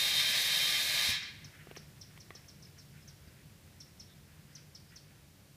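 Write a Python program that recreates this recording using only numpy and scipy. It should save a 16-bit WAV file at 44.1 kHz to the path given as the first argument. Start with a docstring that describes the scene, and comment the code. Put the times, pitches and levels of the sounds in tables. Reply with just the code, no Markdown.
"""Inflating a farm tyre

Compressed air rushes through a hose into a big farm tyre: turbulent noise excites its steel rim and air chamber.
The valve shuts, the hose thumps softly as damped low modes, and the tyre's resonances die away.
The inflator handle ticks in the hand, each tick a set of damped modes with a snap of contact noise.
A small bird chips sharply as gliding tones with rasp, over filtered noise for the yard and a low distant rumble.
"""
import sys
import numpy as np
from scipy import signal
from scipy.fft import rfft, irfft, next_fast_len
from scipy.io import wavfile
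from scipy.ndimage import uniform_filter1d

SR = 44100
rng = np.random.default_rng(int(sys.argv[2]) if len(sys.argv) > 2 else 0)


def master_out(mix):
    """Clip the mix to full scale and print it as 16-bit PCM to the path in sys.argv[1]."""
    frames = np.transpose(np.atleast_2d(mix))
    ceiling = np.clip(frames, -1, 1)
    pcm = np.round(ceiling * 32767).astype(np.int16)
    wavfile.write(sys.argv[1], SR, pcm)


N = 245182
TIME = np.arange(N) / SR  # s

# Spectra give relative density; the noise made from them is scaled to unit rms.
# Open-air hush of the yard: frequency_hz, density_db_per_hz
YARD_SPECTRUM = [(140, -30), (230, -7.5), (299, 1), (496, -6), (542, -4), (656, -7.5), (1420, -12),
                 (1720, -10.5), (3390, -11.5), (5070, -11.5), (5640, -12.5), (6600, -14.5), (15000, -18)]
YARD_DB, YARD_FADE_DB_PER_S = -62, 0.41  # level at the start, slow fade
# Decay of the yard's echo tail: frequency_hz, t60_s
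YARD_DECAY = [(500, 0.21), (3000, 0.49), (6000, 0.35), (12000, 0.039)]
# Distant rumble: frequency_hz, density_db_per_hz
RUMBLE_SPECTRUM = [(20, -25), (40, -6), (65, -4.5), (92, 2), (118, -4), (146, 5), (175, -5), (205, -5),
                   (245, -14), (420, -26.5), (900, -36)]
# Rumble level at the start, total fall, curvature of the fall (slow at first)
RUMBLE_DB, RUMBLE_FADE_DB, RUMBLE_FADE_POWER = -55.5, 4.5, 1.4
# Faint uneven rustle: frequency_hz, density_db_per_hz
RUSTLE_SPECTRUM = [(1000, -28), (1400, -5), (1700, -4.5), (2250, -5.5), (2900, -11), (5000, -30)]
RUSTLE_DB, RUSTLE_FADE_DB_PER_S = -71.5, 1  # steady part: level at the start, slow fade
# Soft swells of the rustle: peak_s, level_db, half_width_s
RUSTLE_SWELLS = [(1.62, -62, 0.13), (3.2, -82, 0.24), (4.48, -73, .18)]

# Bird chips: start_s, level_db, length_s
BIRD_CHIPS = [(1.228, -52.5, .03), (1.442, -56, 0.031), (1.766, -55, .033), (2.011, -53, 0.03),
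              (2.2, -60, 0.042), (2.349, -56, 0.034), (2.481, -59.5, 0.044), (2.622, -62, 0.042),
              (2.779, -62, 0.066), (3.075, -60.5, 0.05), (3.802, -54, 0.031), (3.996, -54, 0.035),
              (4.55, -54.5, 0.037), (4.748, -54.5, 0.033), (4.958, -56, .037)]
CHIP_HZ, CHIP_SCATTER = 5944, 0.0079  # mean starting pitch, and its random spread as a share
CHIP_RISE, CHIP_BODY, CHIP_TRAIL = 0.14, 0.38, 0.12  # attack and body (shares of length), trailing strength
# Thin soft peeps, the first like an echo of the chip just before it:
# start_s, level_db, starting_pitch_hz, length_s
SOFT_PEEPS = [(2.648, -61, 5300, 0.017), (3.014, -70, 5370, .035), (3.266, -70, 5000, 0.032),
              (4.068, -71, 3800, .08), (4.515, -70, 5150, 0.028), (4.879, -69, 5230, .04)]
PEEP_FALL = 0.072  # share by which a peep's pitch sinks

# Modes of the inflator handle: frequency_hz, relative_level_db, t60_s
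HANDLE_MODES = [(433, -1, 0.011), (690, -1, 0.0081), (1160, -4.5, 0.014), (1920, -0.5, 0.012),
                (3440, -8, .006)]
# Clicks of the handle: start_s, level_db, brightness_db_per_octave, snap_db (relative to the level)
HANDLE_CLICKS = [(1.446, -51, 2, -10), (1.6712, -43, -4, -14), (1.7126, -43, -8, -2.5), (1.755, -57, 3, 9),
                 (1.7638, -44.5, 7, 4.5), (1.771, -47.5, -11.5, -14), (2.1755, -48.5, 1, 3),
                 (2.2635, -56, 7, -4), (2.3057, -35, 2.5, -15), (2.352, -49.5, -6, -4)]
# Contact snap of the handle: frequency_hz, density_db_per_hz
SNAP_SPECTRUM = [(100, -8), (600, -10), (1800, 2), (3400, 2.5), (4400, -13), (7000, -17), (15000, -15)]
# Low modes of the hose: frequency_hz, relative_level_db, t60_s
HOSE_MODES = [(99, 2, 0.051), (199, -4, 0.047), (370, -17, 0.029)]
# Soft thumps of the hose, the first about when the valve shuts: start_s, level_db
HOSE_THUMPS = [(1.0884, -30), (1.452, -44), (3.275, -43), (4.012, -46)]

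SHUT_S = 1.1025  # the valve closes
# Hiss of the jet: frequency_hz, density_db_per_hz
JET_SPECTRUM = [(30, -45), (120, -29), (200, -14.5), (400, -16.5), (600, -6.5), (800, -16), (1400, -21),
                (4000, -1.5), (7000, -9.5), (11000, -8), (15000, -11.5)]
JET_DB, JET_T60 = -37.5, 0.24  # mean level in dB, decay of the flow in s
# Dense ringing of the tyre: frequency_hz, density_db_per_hz
TYRE_SPECTRUM = [(500, -44), (1000, -14), (1440, -13), (1580, -4.5), (1980, -1), (2100, 1), (2480, 0.5),
                 (2900, -3.5), (3450, 0.5), (3720, 5), (4300, -0.5), (5500, -4.5), (6800, -10.5),
                 (14000, -27)]
TYRE_DB = -33.5
# Decay of the dense ringing: frequency_hz, t60_s
TYRE_DECAY = [(600, 1), (2100, 0.84), (3600, 0.71), (5500, 0.58), (10000, 0.37)]
# Strongest modes of the steel rim: frequency_hz, rms_db (before the trim in tyre)
RIM_MODES = [(1577, -53.5), (1674, -51.5), (1712, -48), (2051, -49), (2180, -49.5), (2422, -48.5),
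             (2600, -57.5), (3149, -42.5), (3300, -48), (3682, -51.5), (3747, -42), (3860, -58),
             (4102, -42), (4468, -83), (4635, -56), (4753, -51.5), (4867, -52), (5346, -47.5)]
# Modes of the air chamber: frequency_hz, rms_db (before the trim in tyre)
CHAMBER_MODES = [(678.3, -63), (775.2, -67), (834.4, -62.5), (904.4, -66.5), (979.8, -68), (1044, -68),
                 (1125, -67.5), (1195, -57)]
# Decay of the rim and chamber modes: frequency_hz, t60_s
MODE_DECAY = [(600, 0.4), (2100, 0.84), (3700, 0.55), (5500, 0.49)]
SING_HZ = 3680  # centre pitch of the valve's whistle
# Level of the valve's whistle while air flows: time_s, level_db
SING_LEVEL = [(0, -35.5), (.1, -39), (.19, -35), (.36, -42), (.6, -40), (.74, -43), (.81, -34.5), (.9, -44),
              (1.09, -43.5)]

EDGE_HZ = 15350  # upper band limit of the recorder


def gain_of(db):
    """Logarithmic level: converts decibels to an amplitude ratio."""
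    return 10 ** (np.asarray(db) / 20)


def evened(x):
    """Normalisation of power: scales a signal to unit rms."""
    return x / np.sqrt(np.mean(x ** 2) + 1e-20)


def read(points, hz):
    """Interpolation on a logarithmic frequency axis."""
    f, value = np.transpose(points)
    return np.interp(np.log(hz + 1), np.log(f + 1), value)


def add(mix, s, sound):
    """Superposition: sums a sound into the mix, in place, from time s."""
    part = mix[round(s * SR):][:len(sound)]
    part += sound[:len(part)]


def noise(shape):
    """Spectral shaping: white noise filtered by the amplitude response shape(Hz), at unit rms."""
    size = next_fast_len(N)
    spectrum = rfft(rng.standard_normal(size))
    hz = np.fft.rfftfreq(size, 1 / SR)
    return evened(irfft(spectrum * shape(hz), size)[:N])


def coloured(points):
    """Coloured noise: unit-rms noise with a tabled spectral density."""
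    return noise(lambda hz: gain_of(read(points, hz)))


def wander(rate_hz):
    """Low-pass random process: slow drift of unit rms."""
    return noise(lambda hz: 1 / (1 + (hz / rate_hz) ** 2))


def die_away(x, start, t60s):
    """Frequency-dependent damping: after the start time each band decays at its own rate."""
    hz, t, z = signal.stft(x, SR, nperseg=512)
    fall_db = -60 * np.maximum(t - start, 0) / read(t60s, hz)[:, None]
    return signal.istft(z * gain_of(fall_db), SR, nperseg=512)[1][:len(x)]


def modes(hz, table, width_hz=8, width_share=0.00029):
    """Resonance curves: amplitude spectrum of narrow peaks that widen with frequency."""
    power = np.zeros(len(hz))
    for f, db in table:
        width = width_hz + width_share * f
        power += gain_of(db) ** 2 / width / (1 + ((hz - f) / width) ** 2) ** 2
    return np.sqrt(power)


def struck(table, t, tilt_db=0):
    """Free vibration after a blow: damped sine modes, tilted in dB per octave about 1 kHz."""
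    total = np.zeros(len(t))
    for hz, db, t60 in table:
        level_db = db + tilt_db * np.log2(hz / 1000)
        decay = np.exp(-np.log(1000) * t / t60)
        total += gain_of(level_db) * np.sin(2 * np.pi * hz * t) * decay
    return total


def yard_echo(x, near_db=-7, wall_s=0.024, wall_db=-15, tail_db=-10):
    """Reflection: near surfaces scatter sound at once, a wall answers later, and a thin tail follows."""
    t = np.arange(SR // 2) / SR
    # sparse random reflections, about 2000 a second
    near, wall, far = rng.standard_normal((3, len(t))) * (rng.random((3, len(t))) < 2000 / SR)
    parts = [(near_db, near * np.exp(-t / 0.0049)),
             (wall_db, wall * np.exp(-((t - wall_s) / 0.0061) ** 2)),
             (tail_db, die_away(far, 0, YARD_DECAY))]
    response = sum(gain_of(db) * part / np.linalg.norm(part) for db, part in parts)
    return x + signal.fftconvolve(x, response)[:N]


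def open_air():
    """Broadband ambience: coloured noise with a slow fade."""
    return coloured(YARD_SPECTRUM) * gain_of(YARD_DB - YARD_FADE_DB_PER_S * TIME)


def distant_rumble(throb_db=0.8):
    """Amplitude modulation of low noise: an uneven rumble that recedes."""
    recede_db = RUMBLE_FADE_DB * (TIME / TIME[-1]) ** RUMBLE_FADE_POWER
    return coloured(RUMBLE_SPECTRUM) * gain_of(RUMBLE_DB - recede_db + throb_db * wander(18))


def faint_rustle(flutter_db=4.0):
    """Amplitude modulation of band-shaped noise: a fluttering rustle with a few soft swells."""
    steady = gain_of(RUSTLE_DB - RUSTLE_FADE_DB_PER_S * TIME)
    swells = sum(gain_of(db) * np.exp(-((TIME - s) / width) ** 2) for s, db, width in RUSTLE_SWELLS)
    return coloured(RUSTLE_SPECTRUM) * (steady + swells) * gain_of(flutter_db * wander(12))


def whistle(hz, rough):
    """Frequency modulation: a sine on a gliding pitch, with fast random jitter."""
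    jitter = evened(uniform_filter1d(rng.standard_normal(len(hz)), size=24))
    return np.sin(2 * np.pi * np.cumsum(hz * (1 + rough * jitter)) / SR)


def chip(length, fall=0.26, bend=0.42, rough=0.041, rasp_db=-21, fray_db=16, buzz_hz=300, buzz_depth=0.43):
    """Modulated tone: starts abruptly and buzzes, then its pitch dives and noise frays it as it fades."""
    u = np.linspace(0, 1, round(length * SR))  # share of the chip elapsed
    start_hz = CHIP_HZ * (1 + CHIP_SCATTER * rng.standard_normal())
    attack = 1 - np.exp(-u / CHIP_RISE)
    body = np.exp(-(u / CHIP_BODY) ** 2) + CHIP_TRAIL
    envelope = attack * body * np.sqrt(1 - u)
    tone = whistle(start_hz * (1 - fall * u - bend * u ** 2), rough * (1 + 2 * u))
    buzz = 1 + buzz_depth * whistle(np.full(len(u), buzz_hz), 0.62)
    rasp_band = signal.butter(1, [2200, 6000], "bandpass", fs=SR, output="sos")
    rasp = evened(signal.sosfilt(rasp_band, rng.standard_normal(len(u))))
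    return evened(envelope * (buzz * tone + rasp * gain_of(rasp_db + fray_db * u)))


def peep(hz, length, rough=0.065):
    """Frequency glide: a thin, slightly sinking tone under a half-sine envelope."""
    u = np.linspace(0, 1, round(length * SR))
    return evened(np.sin(np.pi * u) * whistle(hz * (1 - PEEP_FALL * u), rough))


def chips_and_peeps():
    """Superposition of tones: sharp bird chips and thin soft peeps, each at its own level."""
    song = np.zeros(N)
    for s, db, length in BIRD_CHIPS:
        add(song, s, gain_of(db) * chip(length))
    for s, db, hz, length in SOFT_PEEPS:
        add(song, s, gain_of(db) * peep(hz, length))
    return song


def handle(snap_s=0.0022, attack_s=0.00036):
    """Impact excitation: each click is a heavily damped ring with a brief snap of contact."""
    out, t = np.zeros(N), np.arange(SR // 10) / SR
    contact = coloured(SNAP_SPECTRUM)
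    attack = 1 - np.exp(-t / attack_s)
    for s, db, tilt_db, snap_db in HANDLE_CLICKS:
        snap = contact[round(s * SR):][:len(t)] * np.exp(-t / snap_s)
        ring = struck(HANDLE_MODES, t, tilt_db)
        add(out, s, gain_of(db) * attack * (ring + gain_of(snap_db) * snap))
    return out


def hose(attack_s=0.0015):
    """Impulse response of damped low modes: jolts of the hose thump softly."""
    out, t = np.zeros(N), np.arange(SR // 10) / SR
    thump = (1 - np.exp(-t / attack_s)) * struck(HOSE_MODES, t)
    for s, db in HOSE_THUMPS:
        add(out, s, gain_of(db) * thump)
    return out


def flow():
    """Exponential release: air flow is steady until the valve shuts, then falls quickly."""
    return np.exp(-np.log(1000) * np.maximum(TIME - SHUT_S, 0) / JET_T60)


def jet(flutter_db=0.8):
    """Turbulence at the valve: broad hiss that collapses once the flow is cut."""
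    return coloured(JET_SPECTRUM) * gain_of(JET_DB + flutter_db * wander(23)) * flow()


def valve_whistle(waver_hz=14):
    """Mode locking: the flow locks on to one mode, a wavering tone that collapses with the jet."""
    hz = SING_HZ + waver_hz * wander(33)
    tone = np.sqrt(2) * np.sin(2 * np.pi * np.cumsum(hz) / SR)  # unit rms
    return tone * gain_of(np.interp(TIME, *np.transpose(SING_LEVEL))) * flow()


def dense_ringing(spacing_hz=15):
    """High modal density: countless weak modes leave the noise response finely uneven."""
    ripple_db = 2.4 * rng.standard_normal(4096)

    def response(hz):
        """Modal overlap: a smooth spectrum with random ripple along frequency."""
        ripple = np.interp(hz / spacing_hz, np.arange(len(ripple_db)), ripple_db)
        return gain_of(read(TYRE_SPECTRUM, hz) + ripple)

    return gain_of(TYRE_DB) * noise(response)


def ringing(table):
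    """Forced resonance: noise in the tabled modes, at their power-summed level."""
    level = np.linalg.norm(gain_of(np.array(table)[:, 1]))
    return level * noise(lambda hz: modes(hz, table))


def tyre(rim_db=-1.5, chamber_db=-1, surge_db=0.93):
    """Driven resonance: rim, chamber and dense modes ring on after the jet stops, with the whistle added."""
    bed = die_away(dense_ringing(), SHUT_S, TYRE_DECAY)
    tones = gain_of(rim_db) * ringing(RIM_MODES) + gain_of(chamber_db) * ringing(CHAMBER_MODES)
    ring = bed + die_away(tones, SHUT_S, MODE_DECAY) + valve_whistle()
    return ring * gain_of(surge_db * wander(7))


def scene():
    """Superposition at one microphone: the same sum feeds both channels."""
    background = open_air() + faint_rustle() + distant_rumble()
    song = yard_echo(chips_and_peeps(), near_db=-7, wall_s=0.0266, wall_db=-18, tail_db=-7.5)
    jolts = yard_echo(handle() + hose(), near_db=-10, wall_db=-40, tail_db=-16.0)
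    mono = background + song + jolts + jet() + tyre()
    return np.array([mono, mono])


def record(dry, low_cut_hz=42):
    """Linear filtering: the recorder's bass roll-off and upper band limit."""
    bass_cut = signal.butter(2, low_cut_hz, "highpass", fs=SR, output="sos")
    band_limit = signal.firwin(701, EDGE_HZ, window=("kaiser", 9), fs=SR)
    return signal.oaconvolve(signal.sosfilt(bass_cut, dry), band_limit[None], "same")


dry = scene()
out = record(dry)
master_out(out)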